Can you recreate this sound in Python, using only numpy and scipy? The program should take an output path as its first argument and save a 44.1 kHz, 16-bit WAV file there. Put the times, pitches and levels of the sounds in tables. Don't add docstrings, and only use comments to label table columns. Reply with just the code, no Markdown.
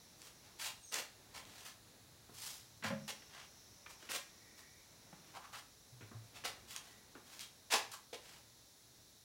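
import sys
import numpy as np
from scipy import signal
from scipy.fft import rfft, irfft
from scipy.io import wavfile
from scipy.ndimage import uniform_filter1d

SR = 44100
rng = np.random.default_rng(int(sys.argv[2]) if len(sys.argv) > 2 else 0)


def pcm_store(signal):
    levels = np.round(np.clip(np.atleast_2d(signal), -1, 1) * 32767)
    wavfile.write(sys.argv[1], SR, levels.astype(np.int16).T)


N = 407464
TIME = np.arange(N) / SR
EVENT_TIME = np.arange(2 ** 15) / SR


def undb(db):
    return 10 ** (np.asarray(db) / 20)


def unit(x):
    return x / np.sqrt(np.mean(x ** 2))


def add(out, start, x):
    i = max(int(start * SR), 0)
    out[i:i + len(x)] += x[:N - i]


def edge(x, hz, kind, order=2):
    return signal.sosfilt(signal.butter(order, min(hz, .45 * SR), kind, fs=SR, output="sos"), x)


def bandpass(x, low_hz, top_hz, order=2):
    return edge(edge(x, low_hz, "high", order), top_hz, "low", order)


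def resonate(x, hz, width_hz):
    return signal.lfilter(*signal.iirpeak(hz, hz / width_hz, fs=SR), x)


def whistle(size, hz, width_hz):
    noise = rng.standard_normal(size)
    return unit(resonate(resonate(noise, hz, width_hz), hz, width_hz))


def equalise(x, curve, tilt_db=0, pivot_hz=2500):
    octave = np.log2(np.maximum(np.fft.rfftfreq(len(x), 1 / SR), 1))
    hz, db = np.transpose(curve)
    gain_db = np.interp(octave, np.log2(hz), db) + tilt_db * np.maximum(octave - np.log2(pivot_hz), 0)
    return irfft(rfft(x) * undb(gain_db), len(x))


def wander(rate_hz, size):
    step = int(SR / rate_hz)
    return uniform_filter1d(np.repeat(rng.standard_normal(size // step + 1), step), step)[:size]


# (frequency [Hz], gain [dB])
RUMBLE_EQ = [(20, -29), (45, -7.5), (75, -5.5), (115, -5), (150, -7), (300, -10), (450, -12), (720, -13.5),
             (1300, -18), (1900, -17), (2600, -20.5), (4000, -26.5), (6000, -64)]
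# (time [s], level before trim [dB])
RUMBLE_FADER = [(0.0, -78.5), (0.61, -74), (0.92, -79.5), (1.43, -72.5), (1.71, -77), (5.48, -75.5),
                (5.81, -80), (6.18, -74), (9.2, -80)]
DRONE_FADER = [(0.0, -90), (0.31, -75), (1.42, -79), (2.1, -70), (2.94, -69), (3.55, -81), (5.8, -75)]


def room_tone(rumble_trim_db=9.5, waver_db=1, drone_trim_db=-3, drone_hz=114):
    rumble_db = np.interp(TIME, *np.transpose(RUMBLE_FADER)) + waver_db * wander(4.5, N)
    drone_db = np.interp(TIME, *np.transpose(DRONE_FADER))
    rumble = unit(equalise(rng.standard_normal(N), RUMBLE_EQ))
    drone = unit(resonate(rng.standard_normal(N), drone_hz, width_hz=14))
    return rumble * undb(rumble_db + rumble_trim_db) + drone * undb(drone_db + drone_trim_db)


# (frequency [Hz], gain [dB])
HISS_EQ = [(2500, -18), (3200, -8), (3750, 0), (4150, 0), (4700, -4), (5700, -5), (6800, -4), (8300, -9),
           (9700, -10), (10400, -4), (11300, -9.5), (12800, -12), (15500, -10)]
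# (time [s], level before trim [dB])
WHISTLE_FADER = [(0.0, -66.5), (0.69, -69.5), (2.12, -80), (3.05, -63.5), (7.22, -72), (7.94, -70.5),
                 (9.2, -71)]


def microphone_hiss(hiss_db=-65.5, whistle_trim_db=-2.5):
    hiss = unit(edge(equalise(rng.standard_normal(N), HISS_EQ), 2300, "high"))
    whistle_db = np.interp(TIME, *np.transpose(WHISTLE_FADER)) + whistle_trim_db
    return undb(hiss_db) * hiss + undb(whistle_db) * whistle(N, hz=5700, width_hz=1150)


def early_echoes(x, count=4, gain=0.13, spread_s=0.007):
    out = x.copy()
    for lag in 15 + (rng.random(count) * spread_s * SR).astype(int):
        out[lag:] += gain * x[:-lag]
    return out


# (frequency [Hz], gain [dB])
GRIT_EQ = [(150, -5.5), (700, 2), (1500, 0), (2800, 1.5), (5000, -1), (6800, -4), (9000, -7.5),
           (12500, -13), (15500, -15)]


def slide(pressure, low_hz, hollow_hz, hollow_db, tilt_db=0, grains_per_s=7000, grain_db=2.5):
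    size = len(pressure)
    strengths = undb(grain_db * np.minimum(rng.exponential(size=size), 5))
    grains = (rng.random(size) < grains_per_s / SR) * strengths * rng.choice([-1, 1], size)
    rub = 0.58 * rng.standard_normal(size)
    grit = equalise(early_echoes(unit(grains) + rub), GRIT_EQ, tilt_db)
    hollow = undb(hollow_db) * resonate(grit, hollow_hz, width_hz=0.32 * hollow_hz)
    judder = undb(2.5 * wander(164, size))
    return pressure * unit(edge(grit + hollow, low_hz, "high", order=3) * judder)


# (time [s], length [s], level [dB], treble tilt [dB/octave])
CLOTH_MOVES = [(0.177, 0.15, -58.5, 3), (0.418, 0.093, -63.5, -2), (1.428, 0.33, -58, 1.5),
               (3.28, .2, -55.5, -3), (3.978, 0.13, -60.5, 0), (5.2, 0.16, -67.5, -2),
               (6.792, 0.19, -62.5, 1.5), (7.238, .21, -58, 2), (8.188, 0.24, -59, 1)]


def cloth_rustles():
    out = np.zeros(N)
    for start, length, db, tilt_db in CLOTH_MOVES:
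        swell = np.sin(np.pi * np.minimum(EVENT_TIME / length, 1))
        rustle = slide(swell, low_hz=550, hollow_hz=1260, hollow_db=-17, tilt_db=tilt_db)
        add(out, start, undb(db) * rustle)
    return out


# (time [s], peak level [dB], low cut [Hz])
GRIT_CRACKS = [(.2185, -36.5, 2500), (.924, -30, 3970), (.9413, -24.5, 3200), (0.9429, -21, 3480),
               (1.453, -41.5, 2000), (4.118, -28, 1790), (6.7631, -23.5, 1800), (7.3937, -32, 2500),
               (7.409, -34, 2500)]


def grit_cracks(fade_s=0.00055, top_hz=7000):
    out = np.zeros(N)
    for start, db, low_hz in GRIT_CRACKS:
        burst = rng.standard_normal(len(EVENT_TIME)) * np.exp(-EVENT_TIME / fade_s)
        tick = bandpass(burst, low_hz, top_hz)
        add(out, start, undb(db) * tick / np.abs(tick).max())
    return out


def press(attack_s, hold_s, release_s):
    released_s = np.maximum(EVENT_TIME - attack_s - hold_s, 0)
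    return np.minimum(EVENT_TIME / attack_s, 1) * np.exp(-released_s / release_s)


def coarse_grit(ticks_per_s=230, spread_db=0.5):
    size = len(EVENT_TIME)
    ticks = (rng.random(size) < ticks_per_s / SR) * undb(spread_db * rng.standard_normal(size))
    return unit(bandpass(early_echoes(ticks), low_hz=3000, top_hz=11000))


# (time [s], attack [s], hold [s], level [dB], low cut [Hz], hollow ring [Hz],
# treble tilt [dB/octave])
SHOE_SCUFFS = [ (0.584, 0.021, 0.073, -42, 746, 2900, 2), (0.911, 0.024, .057, -41, 198, 2000, 1.6),
               (1.335, 0.011, 0.048, -51.5, 560, 950, 0), (1.64, 0.023, 0.011, -49.5, 700, 1700, 2.5),
               (2.311, 0.16, .008, -47.5, 700, 5000, 4.5), (2.836, 0.0024, 0.045, -44, 650, 1700, -1.5),
               (3.078, 0.0014, 0.027, -43, 300, 2920, 1.1), (3.886, 0.025, .003, -54.5, 600, 1060, 2),
               (4.087, 0.029, .042, -40.5, 270, 1930, 2), (4.572, .012, .025, -59, 600, 960, 2.5),
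               (5.526, .006, 0.058, -53, 560, 1130, 1), (6.338, 0.027, .009, -52, 280, 2900, 0),
               (6.435, 0.02, 0.017, -41, 300, 4560, -0.2), (6.67, .052, .005, -49, 1100, 2800, 2.5),
               (6.746, 0.013, 0.008, -48, 750, 1100, -.5), (7.386, 0.025, 0.021, -49.5, 1250, 3500, 1.5),
               (7.701, 0.022, 0.021, -29, 600, 5860, -0.6), (7.914, 0.0041, 0.022, -49.5, 1100, 6000, 4),
               (8.13, .002, 0.018, -50, 500, 3120, -.5)]


def shoe_scuffs():
    out = np.zeros(N)
    for start, attack, hold, db, low_hz, hollow_hz, tilt_db in SHOE_SCUFFS:
        release = 0.012 + 0.37 * attack
        pressure = press(attack, hold, release)
        crackle = undb(-19 + 3 * tilt_db) * pressure * coarse_grit()
        scrape = slide(pressure, low_hz, hollow_hz, hollow_db=-7.5, tilt_db=tilt_db)
        add(out, start, undb(db) * (scrape + crackle))
    return out


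# (time [s], length [s], pitch [Hz], width [Hz], level [dB])
FRICTION_SQUEAKS = [(.77, 0.28, 8470, 400, -64), (.825, 0.05, 6520, 90, -59), (.85, 0.088, 6040, 900, -60),
                    (4.274, 0.6, 1915, 200, -70.5), (4.298, 0.72, 2260, 200, -74),
                    (6.835, 0.22, 1920, 130, -70.5)]


def squeaks():
    out = np.zeros(N)
    for start, length, hz, width_hz, db in FRICTION_SQUEAKS:
        swell = np.sqrt(np.hanning(int(length * SR)))
        add(out, start, undb(db) * swell * whistle(len(swell), hz, width_hz))
    return out


def damped_ring(hz, octaves, fade_s, order):
    half_band = 2 ** (octaves / 2)
    decay = np.exp(-EVENT_TIME / fade_s)
    ring = decay * bandpass(rng.standard_normal(len(decay)), hz / half_band, hz * half_band, order)
    return ring * np.linalg.norm(decay) / np.linalg.norm(ring)


# (time [s], thud level [dB], thud pitch [Hz], clack level [dB],
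# clack pitch [Hz], clack fade [s])
KNOCK_HITS = [(2.291, -58.5, 220, -62, 800, 0.03), (2.825, -54, 200, -46.5, 1600, .02),
              (2.842, -47.5, 175, -39.5, 1190, 0.034), (2.904, -47, 187, -43, 1270, 0.018),
              (3.221, -73, 250, -56, 2200, 0.0092), (3.8616, -69, 300, -45, 1620, 0.0064),
              (4.026, -60, 300, -56, 1490, 0.0071), (4.09, -54, 268, -44, 1700, 0.0061),
              (5.128, -54, 170, -51.5, 825, 0.0067), (6.008, -53, 242, -56, 1630, 0.031),
              (6.112, -52.5, 215, -58, 860, .035), (6.438, -56, 300, -47.5, 1700, .009),
              (7.152, -52.5, 245, -52.5, 1180, 0.019), (7.736, -41, 372, -42, 620, 0.026),
              (8.128, -45, 454, -51.5, 2860, 0.026)]


def knocks():
    out = np.zeros(N)
    for start, thud_db, thud_hz, clack_db, clack_hz, clack_fade in KNOCK_HITS:
        thud = damped_ring(thud_hz, octaves=1.2, fade_s=0.019, order=4)
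        clack = damped_ring(clack_hz, octaves=1.3, fade_s=clack_fade, order=3)
        add(out, start, undb(thud_db) * thud + undb(clack_db) * clack)
    return out


def ring_out(t, t60):
    return np.exp(-np.log(1000) * t / t60)


def mode(hz, t60, push_s):
    envelope = np.minimum(EVENT_TIME / push_s, 1) * ring_out(np.maximum(EVENT_TIME - push_s, 0), t60)
    return envelope * np.sin(2 * np.pi * hz * EVENT_TIME)


# (time [s], level [dB], contact roll-off [Hz], push [s])
BOARD_HITS = [(2.839, -42.5, 300, 0.011), (2.903, -41.5, 1500, 0.0067), (2.919, -35, 380, 0.01),
              (3.009, -43, 200, 0.012)]
# (pitch [Hz], gain [dB], t60 [s])
BOARD_MODES = [(146.5, -7.5, 0.25), (195, -4, 0.14), (213.9, -1, 0.36), (542.3, 2, 0.26), (581, -8.5, 0.32),
               (640, -8.5, 0.3), (840, -15, 0.34)]


def hollow_board():
    out = np.zeros(N)
    for start, db, contact_hz, push in BOARD_HITS:
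        for hz, mode_db, t60 in BOARD_MODES:
            roll_off = 1 / np.hypot(1, (hz / contact_hz) ** 2)
            add(out, start, undb(db + mode_db) * roll_off * mode(hz, t60, push))
    return out


# (time [s], level [dB], push [s], pitch [Hz])
BOOM_BUMPS = [(2.85, -48, 0.027, 101.6), (5.918, -52.5, 0.014, 123), (6.02, -52.5, 0.014, 105),
              (6.139, -44.5, 0.019, 112)]


def room_booms(t60_s=0.4):
    out = np.zeros(N)
    for start, db, push, hz in BOOM_BUMPS:
        add(out, start, undb(db) * mode(hz, t60_s, push))
    return out


# (time [s], level [dB], pitch [Hz])
SOLE_TWISTS = [(5.333, -47.5, 880), (5.416, -55.5, 1190), (5.52, -49.5, 1130), (7.716, -37, 830),
               (7.914, -51.5, 1150)]


def sole_twists():
    out = np.zeros(N)
    pressure = press(attack_s=0.026, hold_s=0.011, release_s=0.013)
    for start, db, hz in SOLE_TWISTS:
        add(out, start, undb(db) * slide(pressure, low_hz=0.49 * hz, hollow_hz=hz, hollow_db=18.5))
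    return out


def workshop_reverb(x, wet_db=-6, crossover_hz=4500, predelay_s=0.0013, build_s=0.013):
    noise = rng.standard_normal(len(EVENT_TIME))
    lows = edge(noise, crossover_hz, "low", order=1)
    tail = lows * ring_out(EVENT_TIME, t60=0.35) + (noise - lows) * ring_out(EVENT_TIME, t60=0.22)
    tail *= np.clip((EVENT_TIME - predelay_s) / build_s, 0, 1)
    wet = signal.fftconvolve(x, tail / np.linalg.norm(tail))[:N]
    return (x + undb(wet_db) * wet) / np.hypot(1, undb(wet_db))


def scene():
    foley = shoe_scuffs() + sole_twists() + cloth_rustles() + grit_cracks() + knocks() + squeaks()
    mix = workshop_reverb(foley) + hollow_board() + room_booms() + room_tone() + microphone_hiss()
    return mix[None]


def record(dry, top_hz=15900):
    return signal.sosfilt(signal.ellip(10, .2, 60, top_hz, fs=SR, output="sos"), dry)


dry = scene()
out = record(dry)
pcm_store(out)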